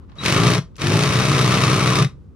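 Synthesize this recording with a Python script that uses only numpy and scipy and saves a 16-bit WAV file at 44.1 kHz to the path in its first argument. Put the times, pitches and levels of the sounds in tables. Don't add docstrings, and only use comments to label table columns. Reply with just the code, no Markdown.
import sys
import numpy as np
from scipy import signal
from scipy.fft import rfft, irfft, next_fast_len
from scipy.io import wavfile
from scipy.ndimage import uniform_filter1d, map_coordinates

SR = 44100
rng = np.random.default_rng(int(sys.argv[2]) if len(sys.argv) > 2 else 0)


def waveform_to_disk(signal):
    frames = np.transpose(np.atleast_2d(signal))
    scaled = np.clip(frames, -1, 1) * 32767
    samples = np.round(scaled).astype(np.int16)
    wavfile.write(sys.argv[1], SR, samples)


def gain_from_decibels(decibels):
    exponent = np.asarray(decibels, float) / 20
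    return 10 ** exponent


N = 103635


def unit(x):
    return x / np.sqrt(np.mean(x ** 2) + 1e-20)


def along(points, hz):
    f, v = np.transpose(points)
    return np.interp(np.log(hz + 1), np.log(f + 1), v)


def wobble(rate):
    knots = rng.standard_normal(int(N * rate / SR) + 4)
    return map_coordinates(knots, [np.arange(N) * rate / SR])


def filtered(x, response):
    m = next_fast_len(N + SR // 2)
    return irfft(rfft(x, m) * response(np.fft.rfftfreq(m, 1 / SR)), m)[..., :N]


def resonance(f, centre, width):
    return 1j * f * width / (centre ** 2 - f ** 2 + 1j * f * width)


# time in seconds, level in dB, load on the bit in dB,
# pressure on the deck in dB; one table a burst.
BURST_TABLES = [
    [(.16, -50, 7, 6.5), (.2, -38.5, -1, -5.5), (.262, -18.5, -12, -4.5), (.36, -21.5, 3.5, 1),
     (.45, -22, 2, 2.5), (.54, -21.5, -3, 0.5), (.568, -27, -5, 5), (.592, -28.5, 2.5, 12),
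     (.604, -53, -12, 7)],
    [(.78, -37, 2.5, -10), (.822, -25.5, -11.5, -1), (.93, -22.5, -10.5, 2.5), (1.05, -23, -3, 0.5),
     (1.3, -22, 0, 0), (1.8, -22.5, 3.5, 0), (1.995, -22, 4.5, 0), (2.04, -29.5, -2, 13),
     (2.07, -42, 1, 17.5)],
]
# time in seconds, hard slips per second; one table a burst.
SPEED_TABLES = [
    [(0.16, 36.1), (0.27, 44.0), (0.354, 52.4), (0.394, 55.8), (0.434, 58.7), (0.452, 59.4), (0.6, 59.2)],
    [(0.78, 42.4), (0.868, 49.1), (1.0, 59.9), (1.234, 62.5), (1.81, 62.8), (1.944, 62.5), (2.065, 58.5)],
]
# the time of one hard slip in each burst, in seconds.
HARD_SLIP_S = [.468, 1.54]


def motion():
    t, count, gains = np.arange(N) / SR, np.zeros(N), np.zeros((3, N))
    for speed, rows, hard_s in zip(SPEED_TABLES, BURST_TABLES, HARD_SLIP_S):
        s, *dbs = np.transpose(rows)
        on = (t >= s[0]) & (t < s[-1])
        run = np.cumsum(np.interp(t, *np.transpose(speed))) / SR
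        count = np.where(on, run - run[round(hard_s * SR)], count)
        gains = np.where(on, gain_from_decibels([np.interp(t, s, db) for db in dbs]), gains)
    gain, load, pressure = gains
    return count, uniform_filter1d(gain, size=200), load, pressure


# frequency in Hz, level in dB per Hz.
HOUSING_TILT = [(290, -19.5), (500, -4.5), (759, -7), (1200, -4), (1930, -4), (3800, -10), (7700, -19),
                (8890, -19), (15600, -45)]
# frequency in Hz, width in Hz, level in dB (not used, all ring alike).
HOUSING_MODES = [(1328, 53, 0), (2257, 53, -8), (2550, 68, -7), (3806, 130, -8), (4343, 37, -11),
                 (5240, 50, -13), (5640, 240, -12), (6170, 89, -15), (8500, 130, -22)]
# frequency in Hz, width in Hz, level in dB.
HOUSING_EXTRAS = [(1030, 23, 7.5), (740, 40, -21), (7850, 1060, -5)]


def housing(f):
    mode_db = 5
    bump = lambda centre, width: 1 / (1 + (2 * (f - centre) / width) ** 2)
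    db = sum(mode_db * bump(centre, width) for centre, width, _ in HOUSING_MODES)
    db = db + sum(level * bump(centre, width) for centre, width, level in HOUSING_EXTRAS)
    return gain_from_decibels(along(HOUSING_TILT, f) + db)


def through_housing(x, on):
    y = filtered(x, housing)
    return y / np.sqrt(np.mean(y[:, on] ** 2))


def impact_brightness(f):
    return gain_from_decibels(2.5 * np.log2((f + 200) / 2000))


def impact_envelope(impulses, decay_s):
    rise_s = .0004
    lag = lambda x, s: signal.lfilter([1], [1, -np.exp(-1 / (s * SR + .1))], x)
    return lag(lag(impulses, decay_s), rise_s) / (rise_s * SR + 1)


# level in dB, for the hard, soft and middle slip.
SLIP_SIZE_DB = [4.5, -13, 1.5]
# frequency in Hz, width in Hz, level in dB.
BIT_RING = (1161, 380, -10)


def slip_impulses(count, gain):
    alternate_db, scatter_db, jitter = 2.5, 2.2, .04
    step = np.floor(3 * count).astype(int)
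    at = np.flatnonzero((np.diff(step) == 1) & (gain[1:] > 0))
    k = step[at + 1]
    draw = rng.standard_normal((600, 2))[:len(at)]
    shifted = np.clip(at + (jitter * draw[:, 0] * SR / 190).astype(int), 0, N - 1)
    alternate = alternate_db * (-1.) ** (k // 3)
    impulses = np.zeros(N)
    impulses[shifted] = gain_from_decibels(np.array(SLIP_SIZE_DB)[k % 3] + alternate + scatter_db * draw[:, 1])
    return impulses


def clutch(count, gain, load):
    clack_db, skid_db, gear_db = -0.5, -3, -4.5
    impulses = slip_impulses(count, gain)
    shape = impact_envelope(impulses, .0022) + gain_from_decibels(skid_db) * impact_envelope(impulses, .0087)
    on = gain > gain.max() / 4
    shape = gain_from_decibels(clack_db) * shape / np.sqrt(np.mean(shape[on] ** 2))
    bite = np.clip(2 * gain / gain.max(), 0, 1) ** 0.82
    clacks = filtered(bite * shape * rng.standard_normal((2, N)), impact_brightness)
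    gears = gain_from_decibels(gear_db + 1.8 * wobble(31.84)) * rng.standard_normal((2, N))
    noise = clacks + gears
    hz, width, ring_db = BIT_RING
    ring = filtered(noise, lambda f: resonance(f, hz, width) ** 2)
    return gain * (through_housing(noise, on) + gain_from_decibels(ring_db) * load * unit(ring))


# frequency in Hz, width in Hz, level in dB.
DECK_MODES = [(146, 60, 3), (252, 120, -37.5), (329, 103, -7.5), (441.7, 48, -10), (613, 440, -17)]


def deck(f):
    modes = enumerate(DECK_MODES)
    return sum((-1) ** k * gain_from_decibels(db) * resonance(f, hz, width) for k, (hz, width, db) in modes)


# multiple of the hard-slip rate, level in dB.
HUM_ORDERS = [(1, -29.5), (2, -2), (3, -5.5), (4, -15.5), (5, -9.5), (6, -12.5), (7, -11), (8, -22.5),
              (9, -23.5), (10, -16.5), (11, -20.5)]
# frequency in Hz, level in dB re the hum, sway in dB.
PANEL_TONE = (146, -4, 2.5)
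# frequency in Hz, level in dB per Hz.
DECK_RUMBLE = [(18, -61.5), (30, -31), (134, 2), (196, -10), (236, -11), (429, -13), (547, -15.5),
               (900, -19.5), (1170, -45), (1980, -120)]


def hum(count, gain, pressure):
    full_speed_hz, sway_db, hum_db, rumble_db = 62.7, .8, 3, -0.5
    upper = np.minimum(pressure, gain_from_decibels(2.5))
    push = np.zeros(N)
    for k, db in HUM_ORDERS:
        size = gain_from_decibels(db + sway_db * wobble(10)) / abs(deck(k * full_speed_hz))
        phase = 2 * np.pi * (k * count + 0.0067 * wobble(20))
        push -= (pressure if k < 4 else upper) * size * np.cos(phase)
    turn = .15 * np.cos(2 * np.pi * (count / 3 + 0.09 * wobble(3.5)))
    pair = .15 * wobble(3) * np.cos(np.pi * count)
    push *= 1 + turn + pair + .06 * wobble(59.76)
    hz, db, panel_sway_db = PANEL_TONE
    size = gain_from_decibels(db + panel_sway_db * wobble(10)) / abs(deck(hz))
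    push += pressure * size * np.sin(2 * np.pi * (hz * np.arange(N) / SR + .2 * wobble(8)))
    thumps = filtered(gain * push, deck) * [[1], [.3]]
    loose = unit(filtered(rng.standard_normal((2, N)), lambda f: gain_from_decibels(along(DECK_RUMBLE, f))))
    return gain_from_decibels(hum_db) * thumps + gain_from_decibels(rumble_db) * gain * upper * loose


# frequency in Hz, width in Hz, level in dB.
HULL_MODES = [(138, 6.9, -11.5), (175, 9, -16.5), (254, 8, -14.5)]


def hull(f):
    return 1 + sum(gain_from_decibels(db) * resonance(f, hz, width) for hz, width, db in HULL_MODES)


# time in seconds, peak level in dB.
HEAVY_SLIPS = [
    (0.2447, -17),
    (0.2605, -6.5),
    (0.2864, -14.5),
    (0.5497, -17),
    (0.5801, -16.5),
    (0.8169, -13.5),
    (0.846, -19),
    (0.8688, -9),
    (2.0241, -9),
    (2.0462, -16),
]


def heavy_slips():
    impulses = np.zeros(N)
    for s, db in HEAVY_SLIPS:
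        impulses[round(s * SR)] = gain_from_decibels(db - 5.5)
    noise = rng.standard_normal((2, N))
    bright = lambda f: housing(f) * impact_brightness(f)
    shaped = noise * impact_envelope(impulses, 0.0037)
    return filtered(shaped, bright) / np.std(filtered(noise, bright))


# time in seconds, peak level in dB, brightness in Hz.
TICK_EVENTS = [
    (0.097, -50, 4800),
    (.118, -50.5, 5000),
    (0.1554, -53.5, 7000),
    (.167, -53, 5000),
    (.745, -58, 3500),
    (0.7564, -45, 5900),
    (.765, -41.5, 10000),
    (.7826, -37, 6000),
]


def ticks():
    out, t = np.zeros((2, N + SR)), np.arange(2000) / SR
    for s, db, hz in TICK_EVENTS:
        band = [1200, np.clip(hz, 1600, 15000)]
        sos = signal.butter(3, band, "bandpass", fs=SR, output="sos")
        noise = rng.standard_normal((2, len(t))) * np.exp(-t / .004)
        out[:, round(s * SR):][:, :len(t)] += gain_from_decibels(db + 4.5) * signal.sosfilt(sos, noise)
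    return out[:, :N]


# start in seconds, end in seconds, frequency in Hz, rms level in dB.
WHINE_TONE = (.183, .225, 3871, -33.5)


def whine():
    start_s, end_s, hz, db = WHINE_TONE
    t = np.arange(N) / SR
    gate = np.clip((t - start_s) / .003, 0, 1) * np.clip((end_s - t) / .006, 0, 1)
    return gain_from_decibels(db + 3 + wobble(60)) * gate * np.sin(2 * np.pi * hz * t) * [[1], [0]]


# frequency in Hz, time to fall 60 dB in seconds.
ECHO_T60 = [(100, 0.42), (250, 0.28), (600, 0.23), (2000, 0.17), (6000, 0.18), (12000, .15)]


def echo(x):
    out, hop = np.zeros((2, N + SR)), 4096
    for i in range(0, N, hop):
        hz, t, z = signal.stft(rng.standard_normal((2, SR // 3)), SR, nperseg=256)
        decay = gain_from_decibels(-60 * t / along(ECHO_T60, hz)[:, None])
        energy = (decay ** 2).sum(1, keepdims=True) * 128
        tail = signal.istft(z * decay / np.sqrt(energy), SR, nperseg=256)[1]
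        piece = x[:, i:i + 2 * hop]
        window = np.sin(np.pi * np.arange(piece.shape[1]) / (2 * hop))
        wet = signal.fftconvolve(piece * window, tail, axes=1)
        out[:, i + 300:][:, :wet.shape[1]] += wet
    return out[:, :N]


# frequency in Hz, correlation from 0 to 1.
CHANNEL_LIKENESS = [(60, 0.99), (180, 0.92), (550, 0.78), (1650, 0.64), (4970, 0.61), (15000, 0.43)]
# frequency in Hz, left over right in dB.
LEFT_OVER_RIGHT = [(60, -2.5), (180, 2.5), (550, 0), (1650, 3), (4970, 2.5), (15000, -5.5)]


def cockpit(tool, low):
    echo_db, hum_wet, lag_s = -10, .5, 4.5e-5
    heard = tool + low + gain_from_decibels(echo_db) * echo(tool + hum_wet * low)
    angle = lambda f: np.arccos(np.clip(along(CHANNEL_LIKENESS, f), 0, 1)) / 2
    shared, apart = filtered(heard, lambda f: np.array([np.cos(angle(f)), np.sin(angle(f))]))
    side = np.array([[1], [-1]])
    balance = lambda f: gain_from_decibels(side * along(LEFT_OVER_RIGHT, f) / 2)
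    delay = lambda f: np.exp(-1j * np.pi * f * lag_s * side)
    return filtered(np.array([shared + apart, shared - apart]), lambda f: balance(f) * delay(f))


# frequency in Hz, level in dB per Hz.
HARBOUR_SPECTRUM = [(15, -51), (25, -30.5), (49, 3.5), (131, -1.5), (529, -22.5), (673, -36), (1240, -31),
                    (1720, -44), (15000, -52.5)]
# time in seconds, level in dB.
LAPPING_LEVEL = [(0, -63.5), (0.139, -58), (0.702, -68), (2.35, -84)]


def harbour():
    noise = rng.standard_normal((3, N))
    floor = lambda f: gain_from_decibels(along(HARBOUR_SPECTRUM, f)) / (1 + (f / 7000) ** 2)
    low = unit(filtered(noise[0] + noise[1:], floor))
    water = lambda f: 1 / (1 + ((f - 1050) / 300) ** 2) + 0.18 / (1 + (f / 4000) ** 4)
    lap = unit(filtered(rng.standard_normal((2, N)), water))
    lap_db = np.interp(np.arange(N) / SR, *np.transpose(LAPPING_LEVEL)) + 3 * wobble(56)
    return gain_from_decibels(-42 + 0.83 * wobble(12)) * low + gain_from_decibels(lap_db) * lap


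def scene():
    count, gain, load, pressure = motion()
    tool = clutch(count, gain, load) + ticks() + heavy_slips() + whine()
    low = filtered(hum(count, gain, pressure), hull)
    return cockpit(tool, low) + harbour()


def band_limit(x):
    return signal.sosfilt(signal.butter(12, 15730, fs=SR, output="sos"), x)


def record(dry):
    ceiling, top_hz = .68, 15740
    held = dry / (1 + np.abs(dry / ceiling) ** 4) ** (1 / 4)
    return band_limit(filtered(held, lambda f: f < top_hz))


dry = scene()
out = record(dry)
waveform_to_disk(out)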